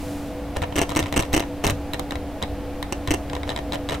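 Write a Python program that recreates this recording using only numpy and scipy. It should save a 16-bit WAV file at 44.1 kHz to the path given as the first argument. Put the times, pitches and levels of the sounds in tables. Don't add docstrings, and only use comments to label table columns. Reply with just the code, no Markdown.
import sys
import numpy as np
from scipy import signal
from scipy.fft import rfft, irfft, next_fast_len
from scipy.io import wavfile
from scipy.ndimage import map_coordinates

SR = 44100
rng = np.random.default_rng(int(sys.argv[2]) if len(sys.argv) > 2 else 0)


def bounce(signal):
    frames = np.transpose(np.atleast_2d(signal))
    limited = np.clip(frames, -1, 1)
    pcm = np.round(limited * 32767).astype(np.int16)
    wavfile.write(sys.argv[1], SR, pcm)


N = 176400
HIT_SAMPLES = SR // 6

# t/s, level/dB
SNAPS = [(0.757, -20), (0.7626, -16.5), (0.7656, -25), (0.784, -14), (0.7907, -15.5), (0.8157, -12.5),
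         (0.8204, -18), (0.8255, -20), (0.9611, -15), (0.9651, -23), (0.9681, -13.5), (0.9737, -15.5),
         (0.9908, -13.5), (0.995, -24), (0.9975, -18.5), (1.162, -17.5), (1.1657, -15), (1.1699, -13.5),
         (1.1761, -12.5), (1.1928, -14), (1.1986, -21.5), (1.1994, -16), (1.3373, -13), (1.3417, -13.5),
         (1.3438, -24), (1.3476, -12.5), (1.3638, -13.5), (1.367, -15.5), (1.3706, -23), (1.3766, -14),
         (1.403, -16.5), (1.6399, -18), (1.6445, -12.5), (1.6498, -16.5), (1.6545, -19), (1.6669, -11.5),
         (1.698, -14), (2.924, -17), (2.9294, -22.5), (3.107, -14), (3.1102, -22), (3.1139, -13.5),
         (3.1202, -20.0), (3.1388, -15.5), (3.1444, -19)]
BUMPS = [(0.571, -21.5), (0.618, -26), (1.025, -26.5), (1.659, -21), (1.722, -20.5), (3.083, -23.5)]
# t/s, level/dB, brightness/dB
TICKS = [(0.619, -24, -2), (0.8927, -24.0, 4), (0.9033, -28.5, 8), (0.913, -28.0, -18), (0.9506, -25, 3),
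         (1.0267, -24, -5.0), (1.1253, -20, 3), (1.224, -23, 1), (1.3301, -20.0, 7), (1.3961, -20, 6),
         (1.6746, -22, 14.5), (1.7057, -23, 13), (1.9341, -21, 5.5), (1.9948, -20.5, 3), (2.108, -24.5, 1),
         (2.1135, -41, -14.0), (2.1555, -25.5, -10.0), (2.4256, -20, -3.5), (2.4353, -23, -18),
         (2.8271, -23, 3.5), (3.0744, -22.5, 1), (3.2982, -26, -22), (3.3516, -23.5, -9.0),
         (3.4323, -25, -35), (3.492, -20.5, -14.5), (3.5014, -23, -11.0), (3.504, -26, -22),
         (3.5621, -22.5, -8.0), (3.722, -24, -7), (3.7319, -23.0, -9), (3.7437, -28, -9),
         (3.8888, -22.0, -9.0), (3.896, -21.5, -10), (3.9427, -24.5, -3)]
KNOCKS = [(0.563, -23.5, -5), (0.5676, -19.5, 10), (0.6253, -20, 0), (0.6344, -24, -16), (0.6358, -21, -17),
          (0.6397, -23, -15), (0.7243, -27, -18), (0.779, -22, -7), (0.7946, -20, -20), (0.8017, -22, -31),
          (0.8076, -33, -17), (0.9186, -21, 1), (0.982, -24, -16), (1.0027, -20, 15), (1.0378, -24, -2.0),
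          (1.059, -23, -13), (1.1404, -20, -3), (1.1834, -36, -5), (1.2063, -22, 18), (1.233, -24, -10),
          (1.3554, -50, 1), (1.425, -25, -27), (1.4365, -29, -13), (1.6624, -30.0, -1.0), (1.6824, -27, 6),
          (1.6865, -20, -8.0), (1.9426, -18, -1), (2.121, -22.5, 0), (2.419, -27, -11.0),
          (2.4316, -27.5, -6), (3.0838, -21, -14), (3.3321, -22.5, -2), (3.3651, -25, -4),
          (3.4762, -28, -4), (3.51, -25.5, -11.0), (3.5175, -26, -12.0), (3.5747, -22, -1),
          (3.5887, -24, -5), (3.737, -23, -15), (3.755, -22, 0), (3.7573, -37, -17), (3.9086, -23, 2),
          (3.9208, -20, -1), (3.9291, -26, -10.0), (3.934, -23, -8), (3.9481, -22, -4.0)]
# t/s, length/s, level/dB
SCRAPES = [(0.552, 0.048, -46.5), (0.755, 0.086, -29.5), (0.886, 0.21, -43), (1.13, 0.14, -41),
           (1.321, 0.12, -38), (1.636, 0.092, -33.5), (3.069, 0.084, -38.5), (3.469, 0.068, -42.5),
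           (3.721, 0.035, -30), (3.88, 0.084, -35.5)]
# f/Hz, level/dB, t60/s (time to fade 60 dB), stereo shift/rad
SNAP_TONES = [(1783, -13, 0.022, 0.33), (2110, -9, 0.017, -0.24), (2744, -8.5, 0.024, 0.031),
              (2993, -11.5, 0.026, 0.065), (5945, -10, 0.02, 0.26), (8200, -8.5, 0.0086, -0.13)]
THUD_TONES = [(141, -22, .04, .1), (317.5, -3, 0.059, .02), (379.5, -6, 0.04, 0.0078),
              (590, -16, 0.057, 1.3), (920, -15, 0.032, -0.37), (1120, -19, .02, 0.019)]
TICK_TONES = [(127, -14, 0.046, 0.34), (316, -19, .03, .1), (754, -16.5, 0.033, 0.67),
              (972, -14.5, 0.031, -0.67), (1870, -21.5, 0.015, .25), (2190, -19, 0.026, -0.23),
              (2850, -19, .014, .3), (3190, -23, 0.016, -.6), (3850, -14.5, 0.021, 0.029),
              (4020, -18, 0.011, -0.22), (4980, -17, .014, 0.45), (8120, -20, .008, .2)]
KNOCK_TONES = [(139, -12, 0.049, .1), (312, -16, 0.036, .1), (656, -18, 0.037, 0.25),
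               (810, -21, 0.023, -0.51), (950, -11, 0.038, -0.4), (1840, -14, 0.022, 0.15),
               (2230, -20, 0.021, -.2), (2870, -19, .014, 0.24), (3280, -23, 0.02, -1),
               (3950, -16.5, 0.017, -0.1)]
BENCH_TONES = [(59, -11.5, 0.16, .1), (87, 4, 0.17, 0.077), (142, -3.5, 0.12, 0.12)]
# f/Hz, level/dB
SNAP_COLOUR = [(60, 19), (200, 9), (320, -7), (600, 10), (1000, 8), (1450, -2), (2100, -0.5), (3000, -4),
               (3500, -3), (4000, -3.5), (4900, -6.5), (6100, -2.5), (7200, -4.5), (8400, -4),
               (9700, -10.5), (11500, -9.5), (15000, -16)]
TICK_COLOUR = [(60, -11), (200, 12), (400, 6), (1000, 10), (1450, -2), (2000, 10), (2700, -2), (4000, 9.5),
               (4600, -10.5), (6000, -3.5), (8100, -4), (9400, -13.5), (11500, -7), (15000, -18.5)]
KNOCK_COLOUR = [(60, -24), (400, 19), (1000, 12), (1450, 7), (2000, 5), (3100, 8.5), (4100, -9.5),
                (5000, -2.5), (6500, -4), (8300, -5), (9700, -13), (12000, -12), (15000, -24)]
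# f/Hz, level/dB
CRACK_SIDE = [(100, -15), (330, -15), (620, 3), (1000, -1), (1500, -4), (2100, -10), (2900, -11),
              (3500, -4), (5400, -5), (6200, -8), (8400, -12), (10500, -4), (15000, -2)]
# f/Hz, share
BRIGHT_SHARE = [(2500, 0), (9000, 0.5), (14000, 0.75)]
# f/Hz, t60/s
ECHO_FADE = [(100, 0.85), (600, 0.11), (3000, 0.13), (12000, 0.42)]
# f/Hz, level/dB
ECHO_COLOUR = [(100, -35), (330, -24), (700, 0), (2500, -4.5), (6000, -13), (14000, -22)]
# f/Hz, level/dB
DRONE_MID = [(20, -4), (38, -10), (50, -1.5), (70, 2), (90, -1.5), (112, -11.5), (160, -10), (225, -10.5),
             (300, -10), (400, -17), (460, -14), (520, -13), (650, -14.5), (800, -16), (930, -21),
             (1260, -25.5), (1610, -28), (2500, -30.5), (4000, -36.5), (7000, -44.5), (11000, -45.5),
             (15000, -47.5)]
DRONE_SIDE = [(20, -7), (50, -8), (110, -12), (270, -18), (530, -21), (900, -27), (2500, -31), (14700, -34),
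              (16000, -44)]
HISS_COLOUR = [(300, 0), (1500, 1), (5000, -0.5), (10000, -3), (15000, -8)]
# f/Hz, level/dB, unsteadiness from 0 to 1
HUM_TONES = [(288.1, -36, 0.29), (498, -42, 0.56), (639, -47.5, 0.77), (711, -49.5, 0.55),
             (827, -54.5, 0.4)]
# t/s, level/dB
HISS_FADE = [(0, -46), (.12, -45.5), (.28, -52), (.5, -66), (.8, -97)]


def snaps():
    out = np.zeros((2, N))
    for start, db in SNAPS:
        hit = gain(2) * crack(SNAP_COLOUR, bright_db=0, t60=0.011, tail_db=-15.5, tail_t60=0.035)
        hit += gain(0.5) * ring(SNAP_TONES)
        hit += gain(-1) * ring(THUD_TONES, detune=0.051)
        add(out, start, gain(db) * hit)
    return out


def ticks():
    out = np.zeros((2, N))
    for start, db, bright_db in TICKS:
        hit = gain(4.5) * crack(TICK_COLOUR, bright_db, t60=0.0076, tail_db=-12, tail_t60=0.029)
        hit += gain(7.5) * ring(TICK_TONES)
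        add(out, start, gain(db) * hit)
    return out


def knocks():
    out = np.zeros((2, N))
    for start, db, bright_db in KNOCKS:
        hit = gain(-1.5) * crack(KNOCK_COLOUR, bright_db, t60=0.011, tail_db=-15, tail_t60=0.051)
        hit += gain(6) * ring(KNOCK_TONES)
        add(out, start, gain(db) * hit)
    return out


def crack(colour, bright_db, t60, tail_db, tail_t60, rise_s=0.00045):
    t, hz = np.arange(HIT_SAMPLES) / SR, np.fft.rfftfreq(HIT_SAMPLES, 1 / SR)
    fade = gain(-60 * t / t60) + gain(tail_db - 60 * t / tail_t60)
    rise = 1 - np.exp(-t / rise_s)
    burst = rng.standard_normal((2, HIT_SAMPLES)) * fade * rise
    db = curve(colour, hz) + bright_db * curve(BRIGHT_SHARE, hz)
    mid = colour_hit(burst[0], db)
    side = colour_hit(burst[1], db + curve(CRACK_SIDE, hz))
    return stereo(mid, side)


def ring(tones, scatter_db=1.3, detune=0.008, rise_s=0.00021):
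    t = np.arange(HIT_SAMPLES) / SR
    hz, db, t60, shift = np.transpose(tones)[:, :, None]
    level, pitch, offset = rng.standard_normal((3, len(tones), 1))
    phase = 2 * np.pi * hz * (1 + detune * pitch) * t
    phase += offset * np.minimum(hz / 1500, 2)
    fade = gain(db + scatter_db * level - 60 * t / t60)
    rise = 1 - np.exp(-t / rise_s)
    return np.array([(fade * rise * np.sin(phase + ear * shift)).sum(0) for ear in (1, -1)])


def scrapes(grains_per_s=330, grain_t60=0.013, ramp_s=0.002):
    t = np.arange(N) / SR
    pressure = np.zeros(N)
    for start, length, db in SCRAPES:
        to_edge = np.minimum(t - start, start + length - t)
        pressure += gain(db) * np.clip(to_edge / ramp_s, 0, 1)
    grains = (rng.random(N) < grains_per_s / SR) * rng.uniform(0.1, 1, N)
    grain_fade = gain(-60 * t[:HIT_SAMPLES] / grain_t60)
    grit = normalise(signal.fftconvolve(grains, grain_fade)[:N])
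    return pressure * grit * stereo(noise(KNOCK_COLOUR), gain(-12.5) * noise(KNOCK_COLOUR))


def bumps():
    out = np.zeros((2, N))
    for start, db in BUMPS:
        add(out, start, gain(db) * ring(BENCH_TONES))
    return out


def room_echo(x):
    hz, t, bands = signal.stft(rng.standard_normal((2, SR // 2)), SR, nperseg=256)
    fade = gain(-60 * t / curve(ECHO_FADE, hz)[:, None])
    tail = signal.istft(bands * fade, SR, nperseg=256)[1]
    delayed = np.pad(x, ((0, 0), (SR // 250, 0)))
    echo = signal.fftconvolve(delayed, tail / np.linalg.norm(tail[0]), axes=1)[:, :N]
    return filtered(echo, lambda hz: gain(curve(ECHO_COLOUR, hz)))


def drone():
    t = np.arange(N) / SR
    mid, side = gain(-32) * noise(DRONE_MID), gain(-49.5) * noise(DRONE_SIDE)
    for hz, db, unsteady in HUM_TONES:
        steady = np.sqrt(max(1 - unsteady ** 2, 0))
        waver = unsteady * (wobble(14) + 1j * wobble(16)) / np.sqrt(2)
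        tone = np.exp(2j * np.pi * (hz * t + rng.random()))
        mid += gain(db) * normalise(np.real((steady + waver) * tone))
    return stereo(mid, side)


def hiss():
    fade = gain(np.interp(np.arange(N) / SR, *np.transpose(HISS_FADE)))
    return fade * stereo(noise(HISS_COLOUR), gain(-11) * noise(HISS_COLOUR))


def gain(db):
    return 10 ** (np.asarray(db) / 20)


def normalise(x):
    return x / np.sqrt(np.mean(x ** 2) + 1e-20)


def stereo(mid, side):
    return np.array([mid + side, mid - side])


def curve(points, hz):
    freqs, values = np.transpose(points)
    return np.interp(np.log(hz + 1), np.log(freqs + 1), values)


def wobble(rate):
    return map_coordinates(rng.standard_normal(N // 100), [np.arange(N) * rate / SR + 2], mode="wrap")


def filtered(x, response):
    size = next_fast_len(N + SR // 2)
    return irfft(rfft(x, size) * response(np.fft.rfftfreq(size, 1 / SR)), size)[..., :N]


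def noise(colour):
    return normalise(filtered(rng.standard_normal(N), lambda hz: gain(curve(colour, hz))))


def colour_hit(x, db):
    cepstrum = irfft(np.log(gain(db)), HIT_SAMPLES)
    cepstrum[1:HIT_SAMPLES // 2] *= 2
    cepstrum[HIT_SAMPLES // 2 + 1:] = 0
    return irfft(rfft(x) * np.exp(rfft(cepstrum)), HIT_SAMPLES)


def add(track, start_s, hit):
    i = max(round(start_s * SR), 0)
    track[:, i:i + HIT_SAMPLES] += hit[:, :max(N - i, 0)]


def scene():
    camera = snaps() + ticks() + knocks() + scrapes() + bumps()
    return camera + room_echo(camera) + drone() + hiss()


def record(dry):
    top_hz = 15750
    return filtered(dry, lambda hz: 1 / np.sqrt(1 + (hz / top_hz) ** 120))


dry = scene()
out = record(dry)
bounce(out)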